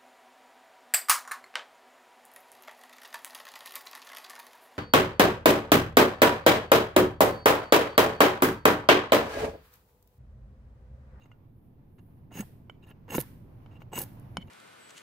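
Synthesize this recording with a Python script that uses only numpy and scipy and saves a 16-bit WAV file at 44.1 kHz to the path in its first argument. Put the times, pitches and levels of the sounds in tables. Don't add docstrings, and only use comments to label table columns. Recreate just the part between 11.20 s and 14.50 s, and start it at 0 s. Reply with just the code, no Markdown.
import sys
import numpy as np
from scipy import signal
from scipy.fft import rfft, irfft
from scipy.io import wavfile
from scipy.ndimage import uniform_filter1d

SR = 44100
rng = np.random.default_rng(int(sys.argv[2]) if len(sys.argv) > 2 else 0)


def wav_record(signal):
    frames = np.transpose(np.atleast_2d(signal))
    bounded = np.clip(frames, -1, 1)
    quanta = np.round(bounded * 32767).astype(np.int16)
    wavfile.write(sys.argv[1], SR, quanta)


def decibels_to_gain(level_db):
    exponent = np.asarray(level_db, float) / 20
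    return 10 ** exponent


N = 145530

# (time [s], edge pressure [dB], spark shower [dB], shudder of rod and log [dB])
STROKES = [
    [(1.106, -89, -78, -72), (1.126, -77, -54, -58.5), (1.14, -59.5, -48, -71.5),
     (1.184, -49.5, -41, -51.5), (1.212, -51.5, -38.5, -58), (1.224, -69, -64, -62), (1.24, -96, -72, -66)],
    [(1.879, -80, -78, -64), (1.902, -63.5, -45, -57.5), (1.936, -47, -41.5, -50), (1.954, -49, -28, -37.5),
     (1.97, -56.5, -37, -58.5), (1.984, -69, -42.5, -62), (2.01, -51, -38, -54), (2.04, -93, -72.5, -65)],
    [(2.717, -77, -72, -63), (2.733, -64, -53, -54.5), (2.756, -46.5, -37, -57),
     (2.78, -51.5, -37.5, -46.5), (2.794, -54, -37, -54.5), (2.82, -57, -39.5, -53.5),
     (2.865, -85, -67, -76.5)],
]
# (start [s], length [s], level [dB], ringing [dB], treble modes [dB])
SLIDES = [
    (0.0, 0.053, -86, 3, -9),
    (0.108, 0.0045, -87.5, 3, -14),
    (.779, .003, -72.5, -10.5, -18),
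    (1.62, 0.019, -76, -0.5, -7),
    (1.662, 0.018, -74.5, -2, -0.5),
    (1.689, 0.019, -68.5, -12, -3),
    (2.505, 0.058, -76.5, -5, -7),
    (2.599, 0.015, -69, -9, -4),
    (3.268, 0.0035, -78, 2, -4),
]
# (time [s], peak [dB])
CATCHES = [(1.119, -51.5), (1.1263, -47), (1.1402, -42), (1.1549, -34), (1.17, -43), (1.18, -41),
           (1.2066, -23), (1.8904, -50), (1.9062, -33), (1.921, -35), (1.9373, -39), (1.9498, -23),
           (2.721, -59), (2.733, -34), (2.755, -31), (2.7768, -25.5)]
HEAD_HZ = [2260, 2785, 2850, 3750, 5170, 6590, 7900, 9570, 10700, 11700, 13950, 15650]
TAPPED_HZ = [950, 1420, 2250, 3030, 4200, 5300, 6800, 8060]
# (level [dB], t60 [s])
TAPPED = [(1.5, 0.0048), (-0.5, 0.011), (-3, 0.019), (2.5, 0.036), (-18, 0.024), (-27.5, 0.044),
          (-26.5, 0.078), (-32.5, 0.063)]
GRIT_PER_S, GRIT_SPREAD_DB = 7000, 4
SLIDE_EDGE_S = 0.0088


def rms_one(x):
    return x / np.sqrt(np.mean(x ** 2) + 1e-20)


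def curve(s, db, outside_db=-140):
    return decibels_to_gain(np.interp(np.arange(N) / SR, s, db, outside_db, outside_db))


def plateau(rows, edge_s):
    gain = np.zeros(N)
    for s, length, db in rows:
        corners_s = [s, s + edge_s, s + edge_s + length, s + length + 2 * edge_s]
        gain += curve(corners_s, [db - 14.5, db, db, db - 10.5])
    return gain


def at_hz(points, hz):
    points_hz, values = np.transpose(points)
    return np.interp(np.log(hz), np.log(points_hz), values)


def drift(rate_hz):
    r = np.exp(-80 * np.pi * rate_hz / SR)
    slow = signal.lfilter([1], [1, -2 * r, r * r], rng.standard_normal(N // 40 + 2002))[2000:]
    return np.interp(np.arange(N) / 40, np.arange(len(slow)), rms_one(slow))


def ring(x, hz, t60_s):
    r, w = decibels_to_gain(-60 / (t60_s * SR)), 2 * np.pi * hz / SR
    return signal.lfilter([0, np.sin(w)], [1, -2 * r * np.cos(w), r * r], x + 1e-18)


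def colour(x, spectrum):
    gain = decibels_to_gain(at_hz(spectrum, np.arange(1, N // 2 + 2) * SR / N))
    return irfft(rfft(x) * gain / np.sqrt(np.mean(gain ** 2)), N)


def grains(per_s, spread_db):
    size = decibels_to_gain(spread_db * np.minimum(rng.exponential(1, N), 5)) * rng.choice([-1, 1], N)
    return rms_one(size * (rng.random(N) < per_s / SR))


def body(force, pitches_hz, modes, per_s, wander_db, tilt_db=0, catches=0, grip_db=None):
    push = force * grains(per_s, GRIT_SPREAD_DB) + catches
    if grip_db is None:
        grip_db = np.zeros(len(modes))
    rings = np.zeros(N)
    for hz, (db, t60_s), favour_db in zip(pitches_hz, modes, grip_db):
        octaves = min(np.log2(hz / 6000), 0)
        share = decibels_to_gain(favour_db + wander_db * drift(35.5) + tilt_db * octaves)
        rings += decibels_to_gain(db) * ring(push * share, hz, t60_s) / np.sqrt(t60_s * SR / 28)
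    return signal.lfilter(*signal.butter(2, 130, "high", fs=SR), rings)


def stroke_gain(column):
    gain = np.zeros(N)
    for rows in STROKES:
        points = np.array(rows)
        gain += curve(points[:, 0], points[:, column])
    return uniform_filter1d(gain, size=SR // 300)


def travel():
    t = np.arange(N) / SR
    return sum(np.interp(t, [rows[0][0], rows[-1][0]], [-.5, .5], 0, 0) for rows in STROKES)


def grip():
    favour_db = [
        (2.6, 0, 0, -2.6, 0.5, -1.9, -2.5, -0.29, 0, -3, 0.86, 1),
        (0, 0, 0.0053, 0.86, 4, -1.3, -1, -1.9, 4, 2.5, 0.13, -2),
        (0, 0, 0, 0, -11, 0.57, 11, -2, -5, 3, 0, -3),
    ]
    which = np.searchsorted([rows[-1][0] for rows in STROKES[:-1]], np.arange(N) / SR)
    return np.transpose(favour_db)[:, which]


def ridge_clicks():
    clicks = np.zeros(N)
    for s, db in CATCHES:
        clicks[int(s * SR)] = decibels_to_gain(db)
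    return clicks


def slide_gain():
    return plateau([row[:3] for row in SLIDES], SLIDE_EDGE_S)


def steel_head():
    # (level [dB], t60 [s])
    head = [(-12.5, 0.035), (-2.5, 0.048), (-5.5, 0.056), (-12.5, 0.0033), (-16, 0.028), (2, 0.037),
            (-6.5, 0.067), (-12, 0.02), (-15, .035), (-11.5, 0.037), (-4.5, 0.021), (0, 0.032)]
    brighten_db_per_octave = 20
    steel = body(stroke_gain(column=1), HEAD_HZ, head, GRIT_PER_S, wander_db=3.0,
                 tilt_db=brighten_db_per_octave * travel(), catches=decibels_to_gain(3.5) * ridge_clicks(), grip_db=grip())
    return decibels_to_gain(-2) * steel


def raw_grit():
    # (frequency [Hz], density [dB per Hz])
    grind = [(700, -40), (1300, -2.5), (2760, 5.5), (4200, -8.5), (6000, -8), (16000, -32)]
    force = stroke_gain(column=1) + slide_gain()
    grit = decibels_to_gain(-4) * force * colour(grains(GRIT_PER_S, GRIT_SPREAD_DB), grind)
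    return grit + decibels_to_gain(-7) * colour(ridge_clicks(), grind)


def log_shudder():
    # (pitch [Hz], level [dB], t60 [s])
    log_modes = [(190, 8, 0.013), (340, 5.5, 0.024), (490, 2, 0.022), (806, 3, 0.012), (970, -3.5, 0.0145),
                 (1380, -6, 0.038), (1710, -4.5, 0.029)]
    force = stroke_gain(column=3) + decibels_to_gain(3.5) * slide_gain()
    wood = body(force, [m[0] for m in log_modes], [m[1:] for m in log_modes], 4000, wander_db=4.24,
                catches=decibels_to_gain(-4.5) * ridge_clicks())
    return decibels_to_gain(-2.84) * wood


def light_slides():
    # (level [dB], t60 [s])
    grazed = [(-28, 0.036), (8.5, 0.035), (-6, 0.033), (-4.5, 0.011), (-23, 0.013), (-6, 0.03), (-15, 0.03),
              (-21, 0.015), (-13, .015), (-13, .015), (-4, 0.021), (-10, 0.02)]
    ringing = plateau([(s, length, db + ring_db) for s, length, db, ring_db, _ in SLIDES], SLIDE_EDGE_S)
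    treble = plateau([(s, length, db + treble_db) for s, length, db, _, treble_db in SLIDES], SLIDE_EDGE_S)
    low = body(ringing, HEAD_HZ[:7], grazed[:7], GRIT_PER_S, wander_db=4.5)
    return low + body(treble, HEAD_HZ[7:], grazed[7:], GRIT_PER_S, wander_db=6.0)


def settling():
    # (start [s], length [s], level [dB])
    settles = [
        (1.503, 0.052, -81.5),
        (3.178, 0.04, -65),
        (3.205, 0.0094, -71),
        (3.225, 0.028, -84),
    ]
    return body(plateau(settles, .008), TAPPED_HZ[2:], TAPPED[2:], GRIT_PER_S * 2, wander_db=2.5)


def ignition():
    ignites_db = [
        -9,
        -1,
        0,
    ]
    cold_db, up_to_speed = -8, -.15
    free = sum(curve([rows[0][0], rows[-1][0]], [db, db]) for rows, db in zip(STROKES, ignites_db))
    return free * decibels_to_gain(np.interp(travel(), [up_to_speed - .1, up_to_speed + .1], [cold_db, 0]))


def crackling_sparks():
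    # (time [s], peak [dB], t60 [s])
    spark_pops = [(1.9695, -18, 0.011), (1.9735, -32, 0.0073), (1.99, -21.5, .01), (1.996, -21.5, 0.013),
                  (2.0027, -18, 0.03), (2.0116, -17, 0.0086), (2.014, -22, .006), (2.023, -25, .008),
                  (2.7859, -31, .01), (2.7891, -8.5, .008), (2.7936, -18.5, 0.022), (2.8159, -18, 0.038),
                  (2.8291, -27, .008), (2.836, -25, 0.018), (2.9976, -41.5, .01)]
    # (frequency [Hz], density [dB per Hz])
    spark_colour = [(880, -31), (1500, -8), (2370, -9), (4300, -6.5), (8320, -3), (11500, 7.5),
                    (15100, 7.5), (16000, -6)]
    t = np.arange(SR // 20) / SR
    pops = np.zeros(N)
    for s, db, t60_s in spark_pops:
        pops[int(s * SR):][:len(t)] += decibels_to_gain(db - 13 - 60 * t / t60_s)
    pops = pops * rng.standard_normal(N)
    flicker = decibels_to_gain(1.5 * drift(124.3))
    shower = decibels_to_gain(-4.5) * ignition() * stroke_gain(column=2) * flicker
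    return colour(shower * grains(14000, spread_db=2.5) + pops, spark_colour)


def smoulder():
    # (frequency [Hz], density [dB per Hz])
    smoulder_colour = [(880, -12), (1500, -0.5), (7170, -14), (14100, -2.5), (16000, -8.5)]
    t60_s = 0.56
    r = decibels_to_gain(-120 / (t60_s * SR))
    glow = np.sqrt(np.abs(signal.lfilter([.0012], [1, -r], stroke_gain(column=2) ** 2)))
    return decibels_to_gain(-19.5) * glow * colour(rng.standard_normal((2, N)), smoulder_colour)


def taps():
    # (time [s], peak [dB], share of ringing [1], brightness [Hz])
    tap_events = [(0.0578, -51, 0.72, 2300), (0.1162, -51.5, 1, 2900), (0.7845, -53, 0.3, 2700),
                  (.7945, -55.5, 0.21, 3930), (1.2075, -38, 0.44, 2980), (1.4976, -37, 0.7, 3360),
                  (1.7122, -39.5, 0.31, 2570), (1.9808, -17, 0.16, 2600), (2.4611, -40, 0.17, 2960),
                  (2.6188, -41.5, 0.55, 2630), (3.1699, -24.5, 0.51, 7000), (3.281, -47, .3, 2400)]
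    firm_db, light_pitch = -44, .93
    out, t = np.zeros(N + SR), np.arange(SR // 4) / SR
    thump_band = signal.butter(2, [90, 900], "band", fs=SR)
    for s, db, ringing, bright_hz in tap_events:
        pitch = 1 if db > firm_db else light_pitch
        crack = 0.72 * rng.standard_normal(len(t)) * decibels_to_gain(-60 * t / 0.0091)
        thump = 0.95 * signal.lfilter(*thump_band, rng.standard_normal(len(t)) * decibels_to_gain(-60 * t / 0.039))
        modes = np.zeros(len(t))
        for hz, (mode_db, t60_s) in zip(TAPPED_HZ, TAPPED):
            vary_db = rng.normal(0, 1.5)
            modes += decibels_to_gain(mode_db + vary_db - 60 * t / t60_s) * np.sin(2 * np.pi * hz * pitch * t)
        soft = signal.butter(3, min(bright_hz, 20000), fs=SR)
        tap = signal.lfilter(*soft, crack + ringing * modes) + 0.42 * ringing * modes + thump
        out[int(s * SR):][:len(t)] += decibels_to_gain(db - 1.75) * tap
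    return out[:N]


def knocks():
    # (time [s], peak [dB], pitch [Hz], t60 [s])
    knock_events = [(1.1975, -24, 206, 0.081), (1.2025, -29, 200, 0.025), (1.944, -23.5, 1000, 0.02),
                    (1.955, -26.5, 236, 0.052), (1.9825, -9.5, 340, 0.019), (1.9825, -18, 490, 0.033),
                    (1.986, -25, 136, 0.078), (2.729, -34, 862, 0.043), (2.779, -24.5, 986, 0.014),
                    (3.17, -28.5, 1050, 0.011), (3.17, -25.5, 1370, 0.0074), (3.171, -33.5, 2250, 0.033),
                    (3.171, -43, 5380, 0.019), (3.172, -41, 9400, 0.013), (.117, -67.5, 1436, 0.16),
                    (1.982, -39, 3770, 0.031), (1.984, -40, 1783, 0.028), (3.18, -23.5, 186, 0.045)]
    out, t = np.zeros(N + SR), np.arange(SR // 4) / SR
    for s, db, hz, t60_s in knock_events:
        onset = 1 - np.exp(-t * hz * 2.9)
        out[int(s * SR):][:len(t)] += decibels_to_gain(db - 60 * t / t60_s) * np.sin(2 * np.pi * hz * t) * onset
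    return out[:N]


def outdoors(x):
    # (delay left [s], delay right [s], level [dB])
    echoes = [
        (.0047, 0.0075, -22),
        (0.012, 0.015, -26),
    ]
    width_db, width_hz, width_t60_s = -3.5, 1350, 0.0071
    at, dull = np.arange(N), signal.lfilter([.6], [1, -.4], x)
    t = np.arange(SR // 50) / SR
    scatter = rng.standard_normal((2, len(t))) * decibels_to_gain(-60 * t / width_t60_s)
    first, second = [np.convolve(x, k / np.sqrt(np.sum(k ** 2)))[:N] for k in scatter]
    turn = 3.03 * drift(14.3)
    side = np.cos(turn) * first + np.sin(turn) * second
    side = signal.lfilter(*signal.butter(2, width_hz, "high", fs=SR), side)
    out = x + decibels_to_gain(width_db) * side * [[1], [-1]]
    for left_s, right_s, db in echoes:
        out += decibels_to_gain(db) * np.array([np.interp(at - d * SR, at, dull) for d in (left_s, right_s)])
    return out


def stereo_noise():
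    # (frequency [Hz], likeness [1])
    likeness = [(60, 1), (240, 0.86), (950, 0.0), (3770, 0), (15000, 0.11)]
    alike = np.clip(at_hz(likeness, np.arange(1, N // 2 + 2) * SR / N), 0, 1)
    mid, side = rfft(rng.standard_normal((2, N)))
    return irfft(np.sqrt(.5 + alike / 2) * mid + np.sqrt(.5 - alike / 2) * side * [[1], [-1]], N)


def sleeve_rustle():
    # (start [s], length [s], level [dB])
    rustles = [
        (.3, 0.11, -82.5),
        (.66, 0.25, -78.5),
        (2.22, 0.15, -80),
        (2.86, 0.35, -76),
    ]
    # (frequency [Hz], density [dB per Hz])
    rustle_colour = [(7000, -35), (8600, -27), (9400, 1.5), (12300, 3.5), (16000, 1.5)]
    return plateau(rustles, .07) * decibels_to_gain(1.2 * drift(15)) * colour(stereo_noise(), rustle_colour)


def distant_rumble():
    # (time [s], level [dB])
    swell = [
        (0.0, -57),
        (3.12, -46.5),
        (3.3, -48),
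    ]
    # (frequency [Hz], density [dB per Hz])
    rumble_colour = [(13, -46), (22, -7), (69, -8), (114, 2), (156, -5.5), (222, -9.5), (256, -10),
                     (441, -21), (900, -33), (1170, -78), (1980, -120)]
    return curve(*np.transpose(swell)) * decibels_to_gain(1 + 1.5 * drift(0.78)) * colour(stereo_noise(), rumble_colour)


def traffic_wash():
    # (time [s], level [dB])
    wash = [
        (0.0, -71.5),
        (0.43, -78),
        (3.3, -63.5),
    ]
    # (frequency [Hz], density [dB per Hz])
    wash_colour = [(290, -39), (500, -6.5), (1000, -5.5), (1290, -13), (2700, -21), (3600, -28.5),
                   (6000, -34), (8500, -45)]
    return curve(*np.transpose(wash)) * decibels_to_gain(1.5 + 1.3 * drift(8)) * colour(stereo_noise(), wash_colour)


def hiss():
    # (frequency [Hz], density [dB per Hz])
    hiss_colour = [(2060, -20), (3500, -3), (6010, -18), (11200, -6), (13000, 2), (16000, 0.5)]
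    return decibels_to_gain(-81.5) * colour(stereo_noise(), hiss_colour)


def scene():
    scrape = steel_head() + raw_grit() + log_shudder() + light_slides() + settling()
    near = outdoors(scrape + crackling_sparks() + taps() + knocks())
    background = sleeve_rustle() + distant_rumble() + traffic_wash() + hiss()
    left_db = -0.68
    return (near + smoulder() + background) * decibels_to_gain(np.array([[left_db], [-left_db]]))


def band_limit(x):
    return signal.sosfilt(signal.butter(12, 16480, fs=SR, output="sos"), x)


def record(dry):
    cut = signal.sosfilt(signal.cheby2(14, 60, 16200, fs=SR, output="sos"), dry)
    return band_limit(cut - .0004)


dry = scene()
out = record(dry)
wav_record(out)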